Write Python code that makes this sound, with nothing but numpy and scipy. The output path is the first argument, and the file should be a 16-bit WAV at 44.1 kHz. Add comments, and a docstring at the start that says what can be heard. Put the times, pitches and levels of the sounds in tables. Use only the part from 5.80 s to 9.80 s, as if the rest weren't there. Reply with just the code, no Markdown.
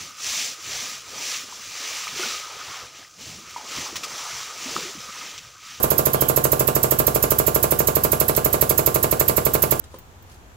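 """A sharp hiss, then a knock, about twelve times a second: an air-driven hydraulic pump, close by and
to the right of the microphone in a small wooden workshop. Each stroke vents a jet and a puff of air,
then the piston knocks and rings the steel frame, the casing and the room. As the press takes up load
the pump slows and the knock hardens. The work under the ram gives one faint squeak and, later, one
dry tick. Behind it all lie a steady rumble and a leak of air."""
import sys
import numpy as np
from scipy import signal
from scipy.fft import rfft, irfft
from scipy.io import wavfile
from scipy.ndimage import uniform_filter1d

SR = 44100
rng = np.random.default_rng(int(sys.argv[2]) if len(sys.argv) > 2 else 0)


def log_audio(samples):
    """Write samples as a 16-bit WAV file to the path given in sys.argv[1]."""
    # one column per channel
    frames = np.atleast_2d(samples).T
    # limit to full scale, then quantise
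    limited = np.clip(frames, -1, 1)
    pcm = np.round(limited * 32767).astype(np.int16)
    wavfile.write(sys.argv[1], SR, pcm)


N = 176400

# pump speed, falling under load (time [s], rate [strokes/s])
STROKE_RATE = [(0, 13.328), (.3, 13.093), (1.3, 12.584), (2.2, 12.189), (2.65, 12.178), (2.8, 12.032),
               (3.3, 11.909), (4, 11.537)]
# piston knock, straight to the microphone (frequency [Hz], left [dB], right [dB])
KNOCK_COLOUR = [(42.3, 0, -7), (129, 5, 18.5), (312, 21.5, 24.5), (602, 19, 26.5), (930, 8, 18),
                (1224, 9.5, 18.5), (1600, -3, 3.5), (2200, 2.5, -13.5), (5150, -31, -19)]
# diffuse echo of the knock (frequency [Hz], left [dB], right [dB])
KNOCK_ROOM_COLOUR = [(40, 8.5, -9), (125, 16.5, 5.5), (258, 17.5, 7), (468, 14, 28.5), (734, 15, 21),
                     (914, 9, 11), (1170, 8, 13.5), (1480, 14, 12), (1780, -4, 0), (2920, 0.5, 6.5),
                     (3330, -7, -7)]
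# hard edge that the knock gains under load (frequency [Hz], left [dB], right [dB])
CLACK_COLOUR = [(395, -6.5, -3), (710, 4, 6), (1290, -12, -8), (1750, -29, -4), (2120, -27, 11),
                (3030, -10, -4), (3350, -27, -14), (4230, -8, 3.5), (8000, -24, -24)]
# resonances of the press frame (frequency [Hz], left [dB], right [dB], t60 [s])
FRAME_MODES = [(325.3, -35.5, -37, 0.36), (358.2, -36.5, -26, 0.29), (400.9, -26.5, -30, 0.26),
               (470, -28, -50, 0.19), (494.2, -31, -28, 0.24), (568, -41.5, -36.5, 0.55),
               (634.6, -21.5, -27.5, 0.2), (666, -27.5, -48, 0.17), (741.6, -52, -28, 0.31)]
# resonances of the pump casing (frequency [Hz], left [dB], right [dB], t60 [s])
CASING_MODES = [(876, -52, -30.5, 0.24), (918, -46, -32, 0.21), (1052, -31.5, -24.5, 0.31),
                (1160, -51, -33.5, 0.45), (1165.6, -56, -31, 0.24), (1366, -39, -22, 0.097),
                (1407, -41, -30, 0.1), (1423, -48, -41, .1), (1647, -49, -38.5, 0.51),
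                (2120, -57, -51, 0.063)]
# low resonances of the workshop (frequency [Hz], left [dB], right [dB], t60 [s])
ROOM_MODES = [(42.5, -59, -55, 0.23), (62.6, -36.5, -36, 0.43), (94.8, -32, -38, 0.46),
              (128.76, -27.5, -27, 0.28), (143.3, -30, -27, 0.23), (198.4, -33.5, -32, 0.25),
              (242.8, -34, -39, 0.28)]
# exhaust jet, straight to the microphone (frequency [Hz], left [dB], right [dB])
JET_COLOUR = [(300, -59, -51), (2000, -53, -47), (3430, -37, -29), (4400, -25.5, -18), (5670, -28.5, -21),
              (6500, -11, -14), (8000, -36, -15.5), (10000, -21, -15), (10500, -13, -5.5), (11630, -19, 0),
              (11850, -10, 0.5), (14100, -27, -3.5), (14200, -29, -5), (13600, -26, -10),
              (15500, -29, -5.5)]
# exhaust jet scattered by the workshop (frequency [Hz], left [dB], right [dB])
JET_ROOM_COLOUR = [(200, -17.5, -14.5), (695, -17.5, -16.5), (1670, -23.5, -19), (3380, -23.5, -20),
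                   (5720, -27.5, -21), (7240, -38, -11.5), (7500, -19, -9), (9000, -29, -19.5),
                   (10000, -15.5, -19), (10540, -32, -9), (12300, -19, -9.5), (14400, -37, -11),
                   (16400, -13, -40.5)]
# tick of the loaded work (time [s], level [dB])
WORK_TICKS = [(2.5507, -2.5)]
# spectrum of that tick (frequency [Hz], left [dB], right [dB])
TICK_COLOUR = [(500, -13, -9), (3000, 2, -6), (6300, -5, 2), (9000, -6, 7), (15000, -5, -8)]
# steady rumble and leaking air (frequency [Hz], left [dB], right [dB])
ROOM_TONE_COLOUR = [(20, -25, -27), (56, -22, -21), (81, -26, -20), (115, -25, -21.5), (302, -21.5, -16.5),
                    (920, -27.5, -26), (2020, -36, -36.5), (3380, -42.5, -37), (6000, -39.5, -37),
                    (11900, -45, -48), (16000, -35, -32)]

LEAD_IN_S = .4  # the pump is already running
FIRST_KNOCK_CYCLES, VENT_LEAD_CYCLES = .552, .206
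LEFT_LAG_S = 0.000405  # the left side of the microphone is farther from the pump
KNOCK_SCATTER_DB, KNOCK_DB_PER_S, KNOCK_T60_S, RATTLE_DB = -0.15, -0.06, 0.21, -12
FLOOR_ECHO_S, FLOOR_ECHO_DB, WALL_ECHO_S, WALL_ECHO_DB = 0.001834, -3.5, .0085, -16
FRAME_DELAY_S, CASING_DELAY_S, BOOM_DELAY_S = 0.00093, 0.001217, 0.0032
CLACK_DB_PER_S, CLACK_T60_S = 3, 0.051
VENT_OPEN_S, VENT_HOLD_S, VENT_FALL_S = .005, 0.0019, 0.0086
VENT_SCATTER_DB, VENT_FLUTTER_DB, VENT_JITTER_S, VENT_DB_PER_S = 0.85, 0.5, 0.00022, .1
NEAR_T60_S, FAR_T60_S, FAR_DB, REFLECTION_BUILD_S = 0.062, 0.31, -2.5, 0.0033
PUFF_HZ, PUFF_DB, PUFF_DELAY_S, PUFF_DB_PER_S = 101, -24.5, 0.0022, -0.3  # levels relative to the vent
SPIT_DB, SPIT_SCATTER_DB, SPIT_DELAY_S = -1, 4, 0.0039
SQUEAK_AT_S, SQUEAK_WIDTH_S, SQUEAK_HZ, SQUEAK_WOBBLE, SQUEAK_DB = .41, 0.087, 3210, 0.038, -39.5
TOP_HZ = 15750


def piston(times):
    """A dull knock, close up: it echoes off floor and wall, rings steel and room, hardens with load."""
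    sizes = undb(KNOCK_SCATTER_DB * rng.standard_normal(len(times)))
    blows = impulses(times, sizes) * loading(KNOCK_DB_PER_S)
    off_floor = undb(FLOOR_ECHO_DB) * delay(blows, FLOOR_ECHO_S)
    off_wall = undb(WALL_ECHO_DB) * delay(blows, WALL_ECHO_S)
    knock = -colour(blows + off_floor + off_wall, KNOCK_COLOUR)
    frame = through(delay(blows, FRAME_DELAY_S), ring(FRAME_MODES, build_s=.0015))
    casing = through(delay(blows, CASING_DELAY_S), ring(CASING_MODES, build_s=.0015, spread=1))
    left, right = knock + frame + casing
    boom = -through(delay(blows, BOOM_DELAY_S), ring(ROOM_MODES, build_s=.0012))
    echo = scatter(KNOCK_T60_S, build_s=0.0025)
    # noise that fades with the echo, new on every stroke
    rattle = np.sqrt(np.abs(through(blows, echo ** 2))) * rng.standard_normal((2, len(blows)))
    room = colour(through(blows, echo) + undb(RATTLE_DB) * rattle, KNOCK_ROOM_COLOUR)
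    clack = colour(through(blows * loading(CLACK_DB_PER_S), scatter(CLACK_T60_S)), CLACK_COLOUR)
    return np.array([delay(left, LEFT_LAG_S), right]) + boom + room + clack


def exhaust(times, cycles):
    """The valve opens before each knock: a low puff, a spit and a fluttering jet that fills the room."""
    t = clock()
    size, late, spit = rng.standard_normal((len(times), 3)).T
    opens = times - VENT_LEAD_CYCLES * cycles + VENT_JITTER_S * late
    vents = impulses(opens, undb(VENT_SCATTER_DB * size)) * loading(VENT_DB_PER_S)
    age = np.arange(SR // 10) / SR
    opening = np.minimum(age / VENT_OPEN_S, 1) ** 1.1
    emptying = np.exp(-np.maximum(age - VENT_OPEN_S - VENT_HOLD_S, 0) / VENT_FALL_S)
    flow = through(vents, opening * emptying)[0]
    flutter = undb(VENT_FLUTTER_DB * wander(samples=40))
    jet = flow * flutter * rng.standard_normal(len(t))
    jet += impulses(opens + SPIT_DELAY_S, undb(SPIT_DB + SPIT_SCATTER_DB * spit))
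    direct = undb(-3) * np.array([delay(jet, LEFT_LAG_S), jet])
    direct += undb(-5) * through(jet, scatter(t60=0.0055))
    near_walls = scatter(NEAR_T60_S, REFLECTION_BUILD_S)
    far_walls = undb(FAR_DB) * scatter(FAR_T60_S, REFLECTION_BUILD_S)
    room = undb(-1.5) * colour(through(jet, near_walls + far_walls), JET_ROOM_COLOUR)
    one_cycle = -np.sin(2 * np.pi * PUFF_HZ * age) * (age < 1 / PUFF_HZ)
    puff = undb(PUFF_DB) * through(delay(vents * loading(PUFF_DB_PER_S), PUFF_DELAY_S), one_cycle)
    return colour(direct, JET_COLOUR) + room + puff


def strokes():
    """The slowing pump knocks once a cycle: knock times and cycle lengths, in seconds."""
    t = np.arange(clock()[0] * SR, N + SR // 10) / SR
    rate = np.interp(t, *np.array(STROKE_RATE).T)
    turns = np.cumsum(rate) / SR
    turns -= np.interp(0, t, turns) + FIRST_KNOCK_CYCLES
    times = np.interp(np.arange(np.ceil(turns[0]), turns[-1]), turns, t)
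    return times, 1 / np.interp(times, t, rate)


def tick():
    """A small dry crack from the work under the ram, with a short tail of room."""
    times, db = np.array(WORK_TICKS, float).T
    click = impulses(times, undb(db))
    reflections = scatter(t60=.006) + undb(1) * scatter(t60=0.1)
    return colour(undb(-13) * click + through(click, reflections), TICK_COLOUR)


def squeak():
    """The work gives one faint, rough squeak under the ram, heard off the walls."""
    pitch_hz = SQUEAK_HZ * (1 + SQUEAK_WOBBLE * wander(samples=150))
    tone = np.sin(2 * np.pi * np.cumsum(pitch_hz) / SR)
    swell = np.exp(-((clock() - SQUEAK_AT_S) / SQUEAK_WIDTH_S) ** 2)
    return undb(SQUEAK_DB) * through(tone * swell, scatter(t60=.1))


def room_tone():
    """Steady rumble and a faint leak of air, partly shared by both sides of the microphone."""
    noise = rng.standard_normal((3, len(clock())))
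    return colour(undb(-4) * noise[0] + undb(-2.5) * noise[1:], ROOM_TONE_COLOUR)


def undb(db):
    """Decibels to gain."""
    return 10 ** (np.asarray(db) / 20)


def clock():
    """Time of every sample, lead-in included."""
    return np.arange(-int(LEAD_IN_S * SR), N) / SR


def loading(db_per_s):
    """Gain that rises or falls steadily as the press takes up load; 1 halfway through."""
    return undb(db_per_s * (clock() - N / SR / 2))


def wander(samples):
    """Noise smoothed over so many samples, with unit deviation."""
    drift = uniform_filter1d(rng.standard_normal(len(clock())), size=samples)
    return drift / drift.std()


def through(x, response):
    """Play a sound through a mono or stereo impulse response."""
    return signal.fftconvolve(np.atleast_2d(x), np.atleast_2d(response), axes=1)[:, :np.shape(x)[-1]]


def colour(x, table, size=4096):
    """Minimum-phase filter from rows of (frequency [Hz], left [dB], right [dB])."""
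    hz, *sides = np.array(table, float).T
    grid = np.log(np.maximum(np.fft.rfftfreq(size, 1 / SR), 1))
    gains = undb([np.interp(grid, np.log(hz), side) for side in sides])
    cepstrum = irfft(np.log(gains))
    cepstrum[:, 1:size // 2] *= 2
    cepstrum[:, size // 2 + 1:] = 0
    return through(x, irfft(np.exp(rfft(cepstrum))))


def delay(x, seconds):
    """The same sound, later."""
    t = clock()
    return np.interp(t - seconds, t, x, left=0)


def impulses(times, sizes):
    """One click at each time."""
    t = clock()
    at = np.round((times - t[0]) * SR).astype(int)
    inside = (at >= 0) & (at < len(t))
    return np.bincount(at[inside], (sizes * np.ones(len(at)))[inside], len(t))


def scatter(t60, build_s=0):
    """Dense fading reflections of unit energy, different left and right."""
    t = np.arange(SR // 2) / SR
    onset = np.clip(t / (build_s + 1 / SR), 0, 1) ** 2
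    tail = rng.standard_normal((2, len(t))) * np.exp(-np.log(1000) * t / t60) * onset
    return tail / np.sqrt(np.sum(tail ** 2, axis=1, keepdims=True))


def ring(modes, build_s, spread=0):
    """Decaying modes that take a moment to build; spread 1 sets them swinging out of step."""
    t = np.arange(SR // 2) / SR
    phases = spread * rng.uniform(-np.pi, np.pi, len(modes))
    swing = np.zeros((2, len(t)))
    for (hz, left, right, t60), phase in zip(modes, phases):
        decay = np.exp(-np.log(1000) * t / t60)
        swing += undb([[left], [right]]) * np.sin(2 * np.pi * hz * t + phase) * decay
    return swing * (1 - np.exp(-t / build_s))


def scene():
    """The workshop from the microphone's place, with the pump at work on the right."""
    times, cycles = strokes()
    return (piston(times) + exhaust(times, cycles) + tick() + squeak() + room_tone())[:, -N:]


def record(dry):
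    """The recorder clips at full scale and cuts the deepest bass and the top."""
    low_cut = signal.butter(3, 30, "high", fs=SR, output="sos")
    high_cut = signal.ellip(10, .2, 70, TOP_HZ, fs=SR, output="sos")
    return signal.sosfilt(high_cut, signal.sosfilt(low_cut, np.clip(dry, -1, 1)))


dry = scene()
out = record(dry)
log_audio(out)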